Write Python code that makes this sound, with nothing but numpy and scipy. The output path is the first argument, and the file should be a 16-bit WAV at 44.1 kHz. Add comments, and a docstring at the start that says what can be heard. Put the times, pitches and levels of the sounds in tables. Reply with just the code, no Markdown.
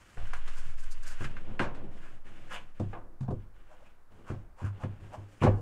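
"""Plastic ring pressed onto a washer tub.

A large plastic ring is carried over a washing machine, set on its tub and pressed home, close by
in a small room. Fingers brush it, its rim scrapes and clacks on the tub's edge, and each push makes
the hollow tub thump. An early nudge leaves the microphone's support swaying slowly."""
import sys
import numpy as np
from scipy import signal
from scipy.fft import rfft, irfft, next_fast_len
from scipy.io import wavfile
from scipy.ndimage import map_coordinates

SR = 44100
rng = np.random.default_rng(int(sys.argv[2]) if len(sys.argv) > 2 else 0)


def unload_wav(signal):
    """Save mono or channel-first audio to the path in sys.argv[1] as 16-bit WAV at rate SR, clipped to [-1, 1]."""
    wavfile.write(
        sys.argv[1],
        SR,
        np.round(np.clip(np.atleast_2d(signal).T, -1, 1) * 32767).astype(np.int16),
    )


N = 247401


def amp(db):
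    """Decibels to gain."""
    return 10 ** (np.asarray(db) / 20)


def unit(x):
    """Scale to rms 1."""
    return x / np.sqrt(np.mean(x ** 2) + 1e-20)


def along(points, hz):
    """Interpolate (Hz, value) points on a log frequency axis."""
    point_hz, values = np.transpose(points)
    return np.interp(np.log(hz + 1), np.log(point_hz + 1), values)


def wobble(knots_per_s):
    """Smooth random curve."""
    knots = rng.standard_normal(int(N * knots_per_s / SR) + 4)
    return map_coordinates(knots, [np.arange(N) * knots_per_s / SR])


def fading(start_s, t60_s):
    """Envelope that jumps to 1 and falls 60 dB in t60_s."""
    age = np.arange(N) / SR - start_s
    return (age >= 0) * amp(-60 * np.maximum(age, 0) / t60_s)


def held(start_s, length_s, attack_s, release_s):
    """Envelope that swells, holds and dies away."""
    age = np.maximum(np.arange(N) / SR - start_s, 0)
    return (1 - np.exp(-age / attack_s)) * np.exp(-np.maximum(age - length_s, 0) / release_s)


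def add(track, start_s, sound):
    """Mix a sound into a track."""
    part = track[max(round(start_s * SR), 0):][:len(sound)]
    part += sound[:len(part)]


def through(x, response):
    """Convolve with an impulse response, keeping the length."""
    return signal.fftconvolve(x, response)[:len(x)]


def excite(blow, response):
    """A blow rings through a response and keeps its energy."""
    ringing = through(np.pad(blow, (0, SR // 10)), response)
    return ringing * np.linalg.norm(blow) / np.linalg.norm(ringing)


def burst(t60_points, size=8192):
    """A blow into crowded modes: noise whose bands each die at their own rate."""
    hz, t, bands = signal.stft(rng.standard_normal(size), SR, nperseg=256)
    decay = amp(-60 * t / along(t60_points, hz)[:, None])
    return signal.istft(bands * decay, SR, nperseg=256)[1][:size]


def slips(per_s, smooth):
    """Friction of rms 1: tiny uneven slips over a smooth drag."""
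    grains = (rng.random(N) < per_s / SR) * rng.standard_normal(N)
    return unit(unit(grains) + smooth * rng.standard_normal(N))


def favour(x, hz, boost, q, low_share=0.38):
    """The contact point favours one band and hardly stirs lower modes; power is kept."""
    peaked = x + boost * signal.lfilter(*signal.iirpeak(hz, q, SR), x)
    cutoff_hz = low_share * min(hz, 1200)
    shaped = signal.lfilter(*signal.butter(2, cutoff_hz, "highpass", fs=SR), peaked)
    return shaped * np.std(x) / np.std(shaped)


# Each row: resonance in Hz, width in Hz, relative height in dB.
RING_MODES = [(333, 58, 7), (511, 94, 9), (615, 78, 1), (693, 73, -0.5), (725, 9.7, 0), (807, 225, 1),
              (1013, 340, -0.5), (1104, 100, -12.5), (1350, 73, -5.5), (1553, 94, -5), (1690, 24, -1.5),
              (2110, 37, -8), (2405, 150, -3.5), (2730, 140, -13)]


def colour(spectrum, ring_db=0, size=8192):
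    """Minimum-phase response of a spectrum; ring_db scales the ring's resonance peaks on it."""
    hz = np.fft.rfftfreq(size, 1 / SR)
    peaks = sum(amp(db) / (1 + (2 * (hz - mode_hz) / width) ** 2) for mode_hz, width, db in RING_MODES)
    magnitude = unit(amp(along(spectrum, hz) + ring_db * peaks))
    cepstrum = irfft(np.log(magnitude))
    cepstrum[1:size // 2] *= 2
    cepstrum[size // 2 + 1:] = 0
    return irfft(np.exp(rfft(cepstrum)))


# Each row: frequency in Hz, relative level in dB.
AIR_SPECTRUM = [(20, 7.5), (60, 16), (150, -3.5), (500, -2.5), (1500, -5), (3000, -23), (5000, -25),
                (10000, -26.5), (15500, -29.5)]


def air(level_db=-64):
    """Quiet, steady air of the room."""
    return amp(level_db) * through(rng.standard_normal(N), colour(AIR_SPECTRUM))


# Each row: frequency in Hz, relative level in dB.
RUMBLE_SPECTRUM = [(8, -15), (20, -24), (32, -12.5), (50, -21.5), (90, -44.5), (200, -58), (800, -110)]


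def microphone_sway(sway_hz=9.6, level_db=-25, nudge_s=0.17, rise_s=0.065, hold_s=0.72, fade_db_per_s=8):
    """A nudge swings the microphone below hearing; swing, nudge and pushes add a faint rumble."""
    t = np.arange(N) / SR
    fade_db = fade_db_per_s * np.maximum(t - nudge_s - hold_s, 0)
    reach = amp(level_db - fade_db) * (1 - np.exp(-np.maximum(t - nudge_s, 0) / rise_s))
    swing = np.sqrt(2) * np.sin(2 * np.pi * sway_hz * t + 0.28 * wobble(2.97))
    jolts = [(nudge_s, -31)] + [(start_s, db - 25) for start_s, db, *_ in PUSHES]
    power = sum((amp(db) * fading(start_s, t60_s=1.34)) ** 2 for start_s, db in jolts)
    power += (amp(-20.5) * reach) ** 2
    rumble = through(np.sqrt(power) * rng.standard_normal(N), colour(RUMBLE_SPECTRUM))
    return reach * swing + rumble


# Each row: frequency in Hz, T60 in seconds.
ROOM_T60 = [(100, 0.48), (300, 0.26), (800, 0.28), (2500, 0.24), (6000, 0.19), (14000, 0.092)]


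def room(x, rise_s=0.001):
    """The steel drum and near walls answer with a short tail."""
    tail = burst(ROOM_T60, size=SR // 2)
    tail *= 1 - np.exp(-np.arange(len(tail)) / SR / rise_s)
    return through(x, tail / np.linalg.norm(tail))


def cabinet(x, strength=0.088, delay_range_s=(0.002108, 0.02), count=14):
    """The cabinet's panels return weak early copies that comb the sound."""
    out = x.copy()
    for delay_s, sign in zip(rng.uniform(*delay_range_s, count), rng.choice([-1, 1], count)):
        add(out, delay_s, sign * strength * x)
    return out / np.sqrt(1 + count * strength ** 2)


# Each row: frequency in Hz, relative level in dB.
HOLLOW_SPECTRUM = [(25, 11), (60, 8.5), (120, 7.5), (250, 6), (450, -1.5), (750, -5.5), (1200, -11.5),
                   (3000, -56.5)]


def drum_murmur(gain_db=-16, t60_s=0.97):
    """The hollow drum murmurs on after each clack that echoes in it."""
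    power = sum((amp(db + echo_db + gain_db) * fading(start_s, t60_s)) ** 2
                for start_s, db, *_, echo_db in RIM_CONTACTS)
    return through(np.sqrt(power) * rng.standard_normal(N), colour(HOLLOW_SPECTRUM, ring_db=2))


# Each row: frequency in Hz, relative level in dB.
RASP_SPECTRUM = [(100, 9), (300, -4.5), (700, -3), (1100, 2), (1600, 4), (2100, -0.5), (2900, 0),
                 (3800, -10.5), (5500, -22), (10000, -79), (15500, -50)]
HISS_SPECTRUM = [(1500, -46), (4300, 0.5), (5300, 2.5), (6000, 1), (6700, 3.5), (7500, 2), (9000, -1),
                 (11500, -9.5), (15500, -22)]
# Each row: start in seconds, length in seconds, then hollow, rasp and hiss levels in dB.
RING_SHIFTS = [(-.03, 0.18, -64.5, -61, -69), (0.168, 0.28, -74, -55, -70.5), (0.455, .25, -77, -54.5, -65),
               (0.77, 0.31, -77, -59.5, -71), (1.039, 0.2, -77, -54, -70.5),
               (1.205, 0.24, -50, -59.5, -77.5), (1.468, 0.38, -46.5, -61.5, -81.5),
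               (1.908, 0.23, -56.5, -61, -74.5), (2.242, 0.38, -55.5, -59.5, -74),
               (2.745, 0.19, -64, -63.5, -78.5), (3.297, .13, -70, -71.5, -86),
               (3.534, 0.38, -67, -68, -85), (4.102, 0.29, -54.5, -68, -81),
               (4.718, 0.25, -54.5, -63.5, -82), (4.997, 0.24, -55, -65, -76.5),
               (5.282, 0.34, -62.5, -67.5, -73.5)]


def rubbing(attack_s=0.01, release_s=0.064, gain_db=-1.5):
    """Each shift of the ring makes tub and ring murmur under the uneven drag."""
    hollow_env, rasp_env, hiss_env = sum(
        np.outer(amp(levels_db), held(start_s, length_s, attack_s, release_s))
        for start_s, length_s, *levels_db in RING_SHIFTS)
    drag = amp(wobble(48) + gain_db)
    hollow = through(slips(per_s=1100, smooth=1.17), colour(HOLLOW_SPECTRUM, ring_db=0.5))
    rasp = through(slips(per_s=1500, smooth=1), colour(RASP_SPECTRUM, ring_db=-0.5))
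    hiss = through(slips(per_s=460, smooth=4.3), colour(HISS_SPECTRUM))
    return drag * (hollow_env * hollow + rasp_env * rasp + hiss_env * hiss)


# Each row: centre in seconds, half length in seconds, hiss level in dB, rasp level in dB.
FINGER_BRUSHES = [(0.273, 0.0065, -67, -60), (0.373, 0.01, -64, -62), (0.585, 0.016, -58, -53.5),
                  (0.801, 0.013, -60.5, -65), (0.838, 0.0066, -59, -59), (0.921, 0.0077, -51.5, -59),
                  (1.037, 0.0064, -55.5, -55), (1.079, 0.0096, -51.5, -50.5), (1.118, 0.018, -57.5, -53),
                  (1.232, 0.025, -59, -46)]
# Each row: centre in seconds, half length in seconds, rasp level in dB, favoured band in Hz.
RIM_SCRAPES = [(0.337, 0.0029, -36.5, 1140), (2.056, 0.034, -56.5, 1730), (2.275, 0.013, -59.5, 1720),
               (2.529, 0.017, -42, 1620), (2.555, 0.021, -44.5, 3000), (3.727, 0.021, -56, 667),
               (3.818, 0.022, -60.5, 623), (3.866, 0.0092, -61.5, 2430), (4.294, .019, -48.5, 1180),
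               (4.605, 0.021, -51, 960), (4.662, 0.021, -47.5, 1230), (4.826, 0.017, -49, 900),
               (5.143, 0.012, -44.5, 830), (5.427, 0.01, -41, 2650)]


def brushes_and_scrapes(brush_hz=1545, hiss_db_per_octave=2.5):
    """Fingers sound one narrow ring resonance, the rim a broader band; higher scrapes hiss more."""
    out = np.zeros(N)
    rasp = through(slips(per_s=900, smooth=0.96), colour(RASP_SPECTRUM, ring_db=7.5))
    hiss = through(slips(per_s=4400, smooth=0.46), colour(HISS_SPECTRUM))

    def stroke(centre_s, half_s, rasp_db, hiss_db, hz, boost, q):
        """One bell-shaped swell of friction."""
        first, last = round((centre_s - 4 * half_s) * SR), round((centre_s + 4 * half_s) * SR)
        span = np.arange(max(first, 0), min(last, N))
        swell = np.exp(-0.5 * ((span / SR - centre_s) / half_s) ** 2)
        band = favour(rasp[span], hz, boost, q, low_share=0.59)
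        out[span] += swell * (amp(rasp_db) * band + amp(hiss_db) * hiss[span])

    for centre_s, half_s, hiss_db, rasp_db in FINGER_BRUSHES:
        stroke(centre_s, half_s, rasp_db, hiss_db, brush_hz, boost=8.1, q=13)
    for centre_s, half_s, rasp_db, hz in RIM_SCRAPES:
        hiss_db = rasp_db - 19.5 + hiss_db_per_octave * np.log2(hz / 1000)
        stroke(centre_s, half_s, rasp_db, hiss_db, hz, boost=3.1, q=3)
    return out


# Each row: frequency in Hz, T60 in seconds.
PLASTIC_T60 = [(200, 0.18), (800, 0.069), (2500, 0.089), (7000, 0.13), (14000, 0.05)]
# Each row: frequency in Hz, relative level in dB.
THUD_SPECTRUM = [(25, -45), (90, -15), (160, 0.5), (260, 3.5), (400, -6), (700, -11.5), (2000, -68.5),
                 (8000, -100)]
SHUDDER_SPECTRUM = [(20, 0), (45, -15), (62, -1), (80, 2), (130, -3), (300, -38), (2000, -100)]
# Each row: mode in Hz, relative level in dB, T60 in seconds.
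WALL_MODES = [(128.2, -7.5, 0.27), (157, -15, 0.075), (181.3, -8.5, 0.25), (216.2, -1, 0.18),
              (252, -11.5, 0.052), (269, -13, 0.14), (318, -15, 0.3), (349.6, -10.5, 0.24),
              (380.3, -6.5, 0.055), (392, -7, 0.12), (489.6, -10.5, 0.078)]
# Each row: start in seconds, level in dB, bass offset in dB, hardness in dB per octave.
PUSHES = [(0.166, -48, 7, 10.5), (0.215, -52, 5, -15), (0.659, -50.5, 7.5, -20), (1.203, -29, -2, 1.5),
          (1.238, -32, 1, -14), (1.598, -18.5, -18, 2.5), (1.824, -37.5, -25, 4), (2.798, -19, -5.5, -1.5),
          (3.207, -24.5, -10, -18), (3.284, -21, -5.5, -9), (3.309, -25.5, 1, 5), (4.3, -21, -9, -2.5),
          (4.618, -31, 1, -3.5), (4.64, -30, 6, -1.5), (4.834, -23, -3.5, -3), (5.024, -41.5, 4, -10),
          (5.177, -42, 7.5, 4), (5.415, -15.5, -7.5, -7), (5.436, -8.5, -22, 5), (5.472, -22, 8, 7)]


def tub_thumps(boom_hz=100.6, boom_t60_s=0.29, boom_rise_s=0.0051, wall_rise_s=0.0027,
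               wall_db=-7, boom_db=-1, thud_db=-11.5, shudder_db=-14):
    """A push rings the tub's wall and swells its deep boom; harder pushes favour higher modes."""
    out, t = np.zeros(N), np.arange(SR // 2) / SR
    mode = lambda hz, t60_s: np.sin(2 * np.pi * hz * t) * amp(-60 * t / t60_s)
    wall_hz, mode_db, _ = np.transpose(WALL_MODES)
    wall = np.array([(-1) ** k * mode(hz, t60_s) for k, (hz, _, t60_s) in enumerate(WALL_MODES)])
    wall *= 1 - np.exp(-t / wall_rise_s)
    boom = mode(boom_hz, boom_t60_s) * (1 - np.exp(-t / boom_rise_s))
    thud, shudder = colour(THUD_SPECTRUM), colour(SHUDDER_SPECTRUM)
    for start_s, db, bass_db, hardness in PUSHES:
        tilt_db = hardness * np.log2(wall_hz / 200)
        strengths = amp(mode_db + tilt_db + rng.normal(0, 0.22, len(WALL_MODES)))
        add(out, start_s, amp(db + wall_db) * strengths @ wall)
        add(out, start_s, amp(db + bass_db + boom_db) * boom)
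        # The whole machine's crowded, damped modes answer less to a soft push.
        add(out, start_s, amp(db + thud_db + hardness / 2) * excite(burst(PLASTIC_T60), thud))
        add(out, start_s, amp(db + bass_db + shudder_db) * excite(burst(PLASTIC_T60), shudder))
    return out


# Each row: frequency in Hz, relative level in dB.
KNOCK_SPECTRUM = [(60, -22), (200, -7.5), (400, 5), (800, 3), (1200, 2), (1700, -31.5), (3000, -55),
                  (6000, -81), (15000, -94)]
CLACK_SPECTRUM = [(100, -52), (400, -37), (1000, -1), (1550, 14.5), (2100, 7), (2900, 3.5), (3800, -13.5),
                  (5200, -24.5), (9000, -51), (15000, -73.5)]
TICK_SPECTRUM = [(300, -43), (1500, -37.5), (3500, 8.5), (5000, 4.5), (7000, 3.5), (9500, -1), (12000, -16),
                 (15500, -22)]
# Each row: start in seconds, level in dB, clack and tick offsets in dB, favoured knock band in Hz,
# echo in dB relative to the direct sound.
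RIM_CONTACTS = [(0.171, -38.5, -3, -32, 690, -2), (0.334, -45.5, 16, -1.5, 1110, -12),
                (0.477, -44, 7, 0, 1560, -14), (1.207, -35.5, 2.5, -23, 1330, -12),
                (1.242, -43.5, 16.5, 1, 1590, -22), (1.366, -47, 14, -10, 1560, -27),
                (1.593, -26, 9, -14, 1440, -27), (1.602, -21.5, -4, -24, 560, -8),
                (1.614, -31.5, -1, -17, 880, 6.5), (1.747, -42, -0.5, -14, 530, -3),
                (2.797, -30, -15, -21, 604, -11), (2.93, -30.5, -7, -38, 1040, -2.5),
                (3.207, -46.5, -3.5, -8.5, 950, -14), (3.229, -44, -10.5, -16.5, 950, -6),
                (3.28, -29.5, -21.5, -34, 960, -15), (3.306, -25.5, -25, -31.5, 540, -28),
                (4.302, -44, -3.5, -15, 724, 3), (4.834, -31, -5, -24, 646, -16),
                (5.422, -19, -7, -37, 990, 0), (5.434, -19.5, -3, -17, 530, -6),
                (5.446, -26, -6, -34, 444, -5), (5.464, -12, -19, -41, 820, -30),
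                (5.473, -16, -21, -54, 432, -33.5)]


def rim_clacks(knock_db=-7.5, clack_db=-9, tick_db=-8, contact_s=0.00076, crack_s=0.0029,
               echo_rise_s=0.01):
    """The rim strikes and its dense modes ring; contacts over the open drum echo more."""
    out, t = np.zeros(N), np.arange(SR // 3) / SR
    knock, clack = colour(KNOCK_SPECTRUM, ring_db=3.5), colour(CLACK_SPECTRUM, ring_db=6.5)
    tick = colour(TICK_SPECTRUM)
    onset = (1 + 0.31 * np.exp(-t / crack_s)) * (1 - np.exp(-t / contact_s))
    for start_s, db, clack_offset_db, tick_offset_db, hz, echo_db in RIM_CONTACTS:
        direct = burst(PLASTIC_T60, size=len(t)) * onset
        tail = burst(ROOM_T60, size=len(t)) * (1 - np.exp(-t / echo_rise_s))
        blow = direct + amp(echo_db) * tail * np.linalg.norm(direct) / np.linalg.norm(tail)
        strike = amp(knock_db) * favour(excite(blow, knock), hz, boost=1.34, q=1.9)
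        strike += amp(clack_db + clack_offset_db) * excite(blow, clack)
        strike += amp(tick_db + tick_offset_db) * excite(blow, tick)
        add(out, start_s, amp(db) * strike)
    return out


def scene():
    """Ring and tub over their echo, the sway and the room's air, in mono."""
    strokes, tub = brushes_and_scrapes(), tub_thumps()
    ring = cabinet(rim_clacks() + strokes + rubbing())
    echo = room(amp(-10) * strokes + amp(-12.5) * tub)
    return (air() + drum_murmur() + microphone_sway() + echo + tub + ring)[None]


def record(dry, top_hz=15700):
    """The microphone keeps nothing above its band limit."""
    size = next_fast_len(N + SR // 4)
    passband = np.fft.rfftfreq(size, 1 / SR) < top_hz
    return irfft(rfft(dry, size) * passband, size)[:, :N]


dry = scene()
out = record(dry)
unload_wav(out)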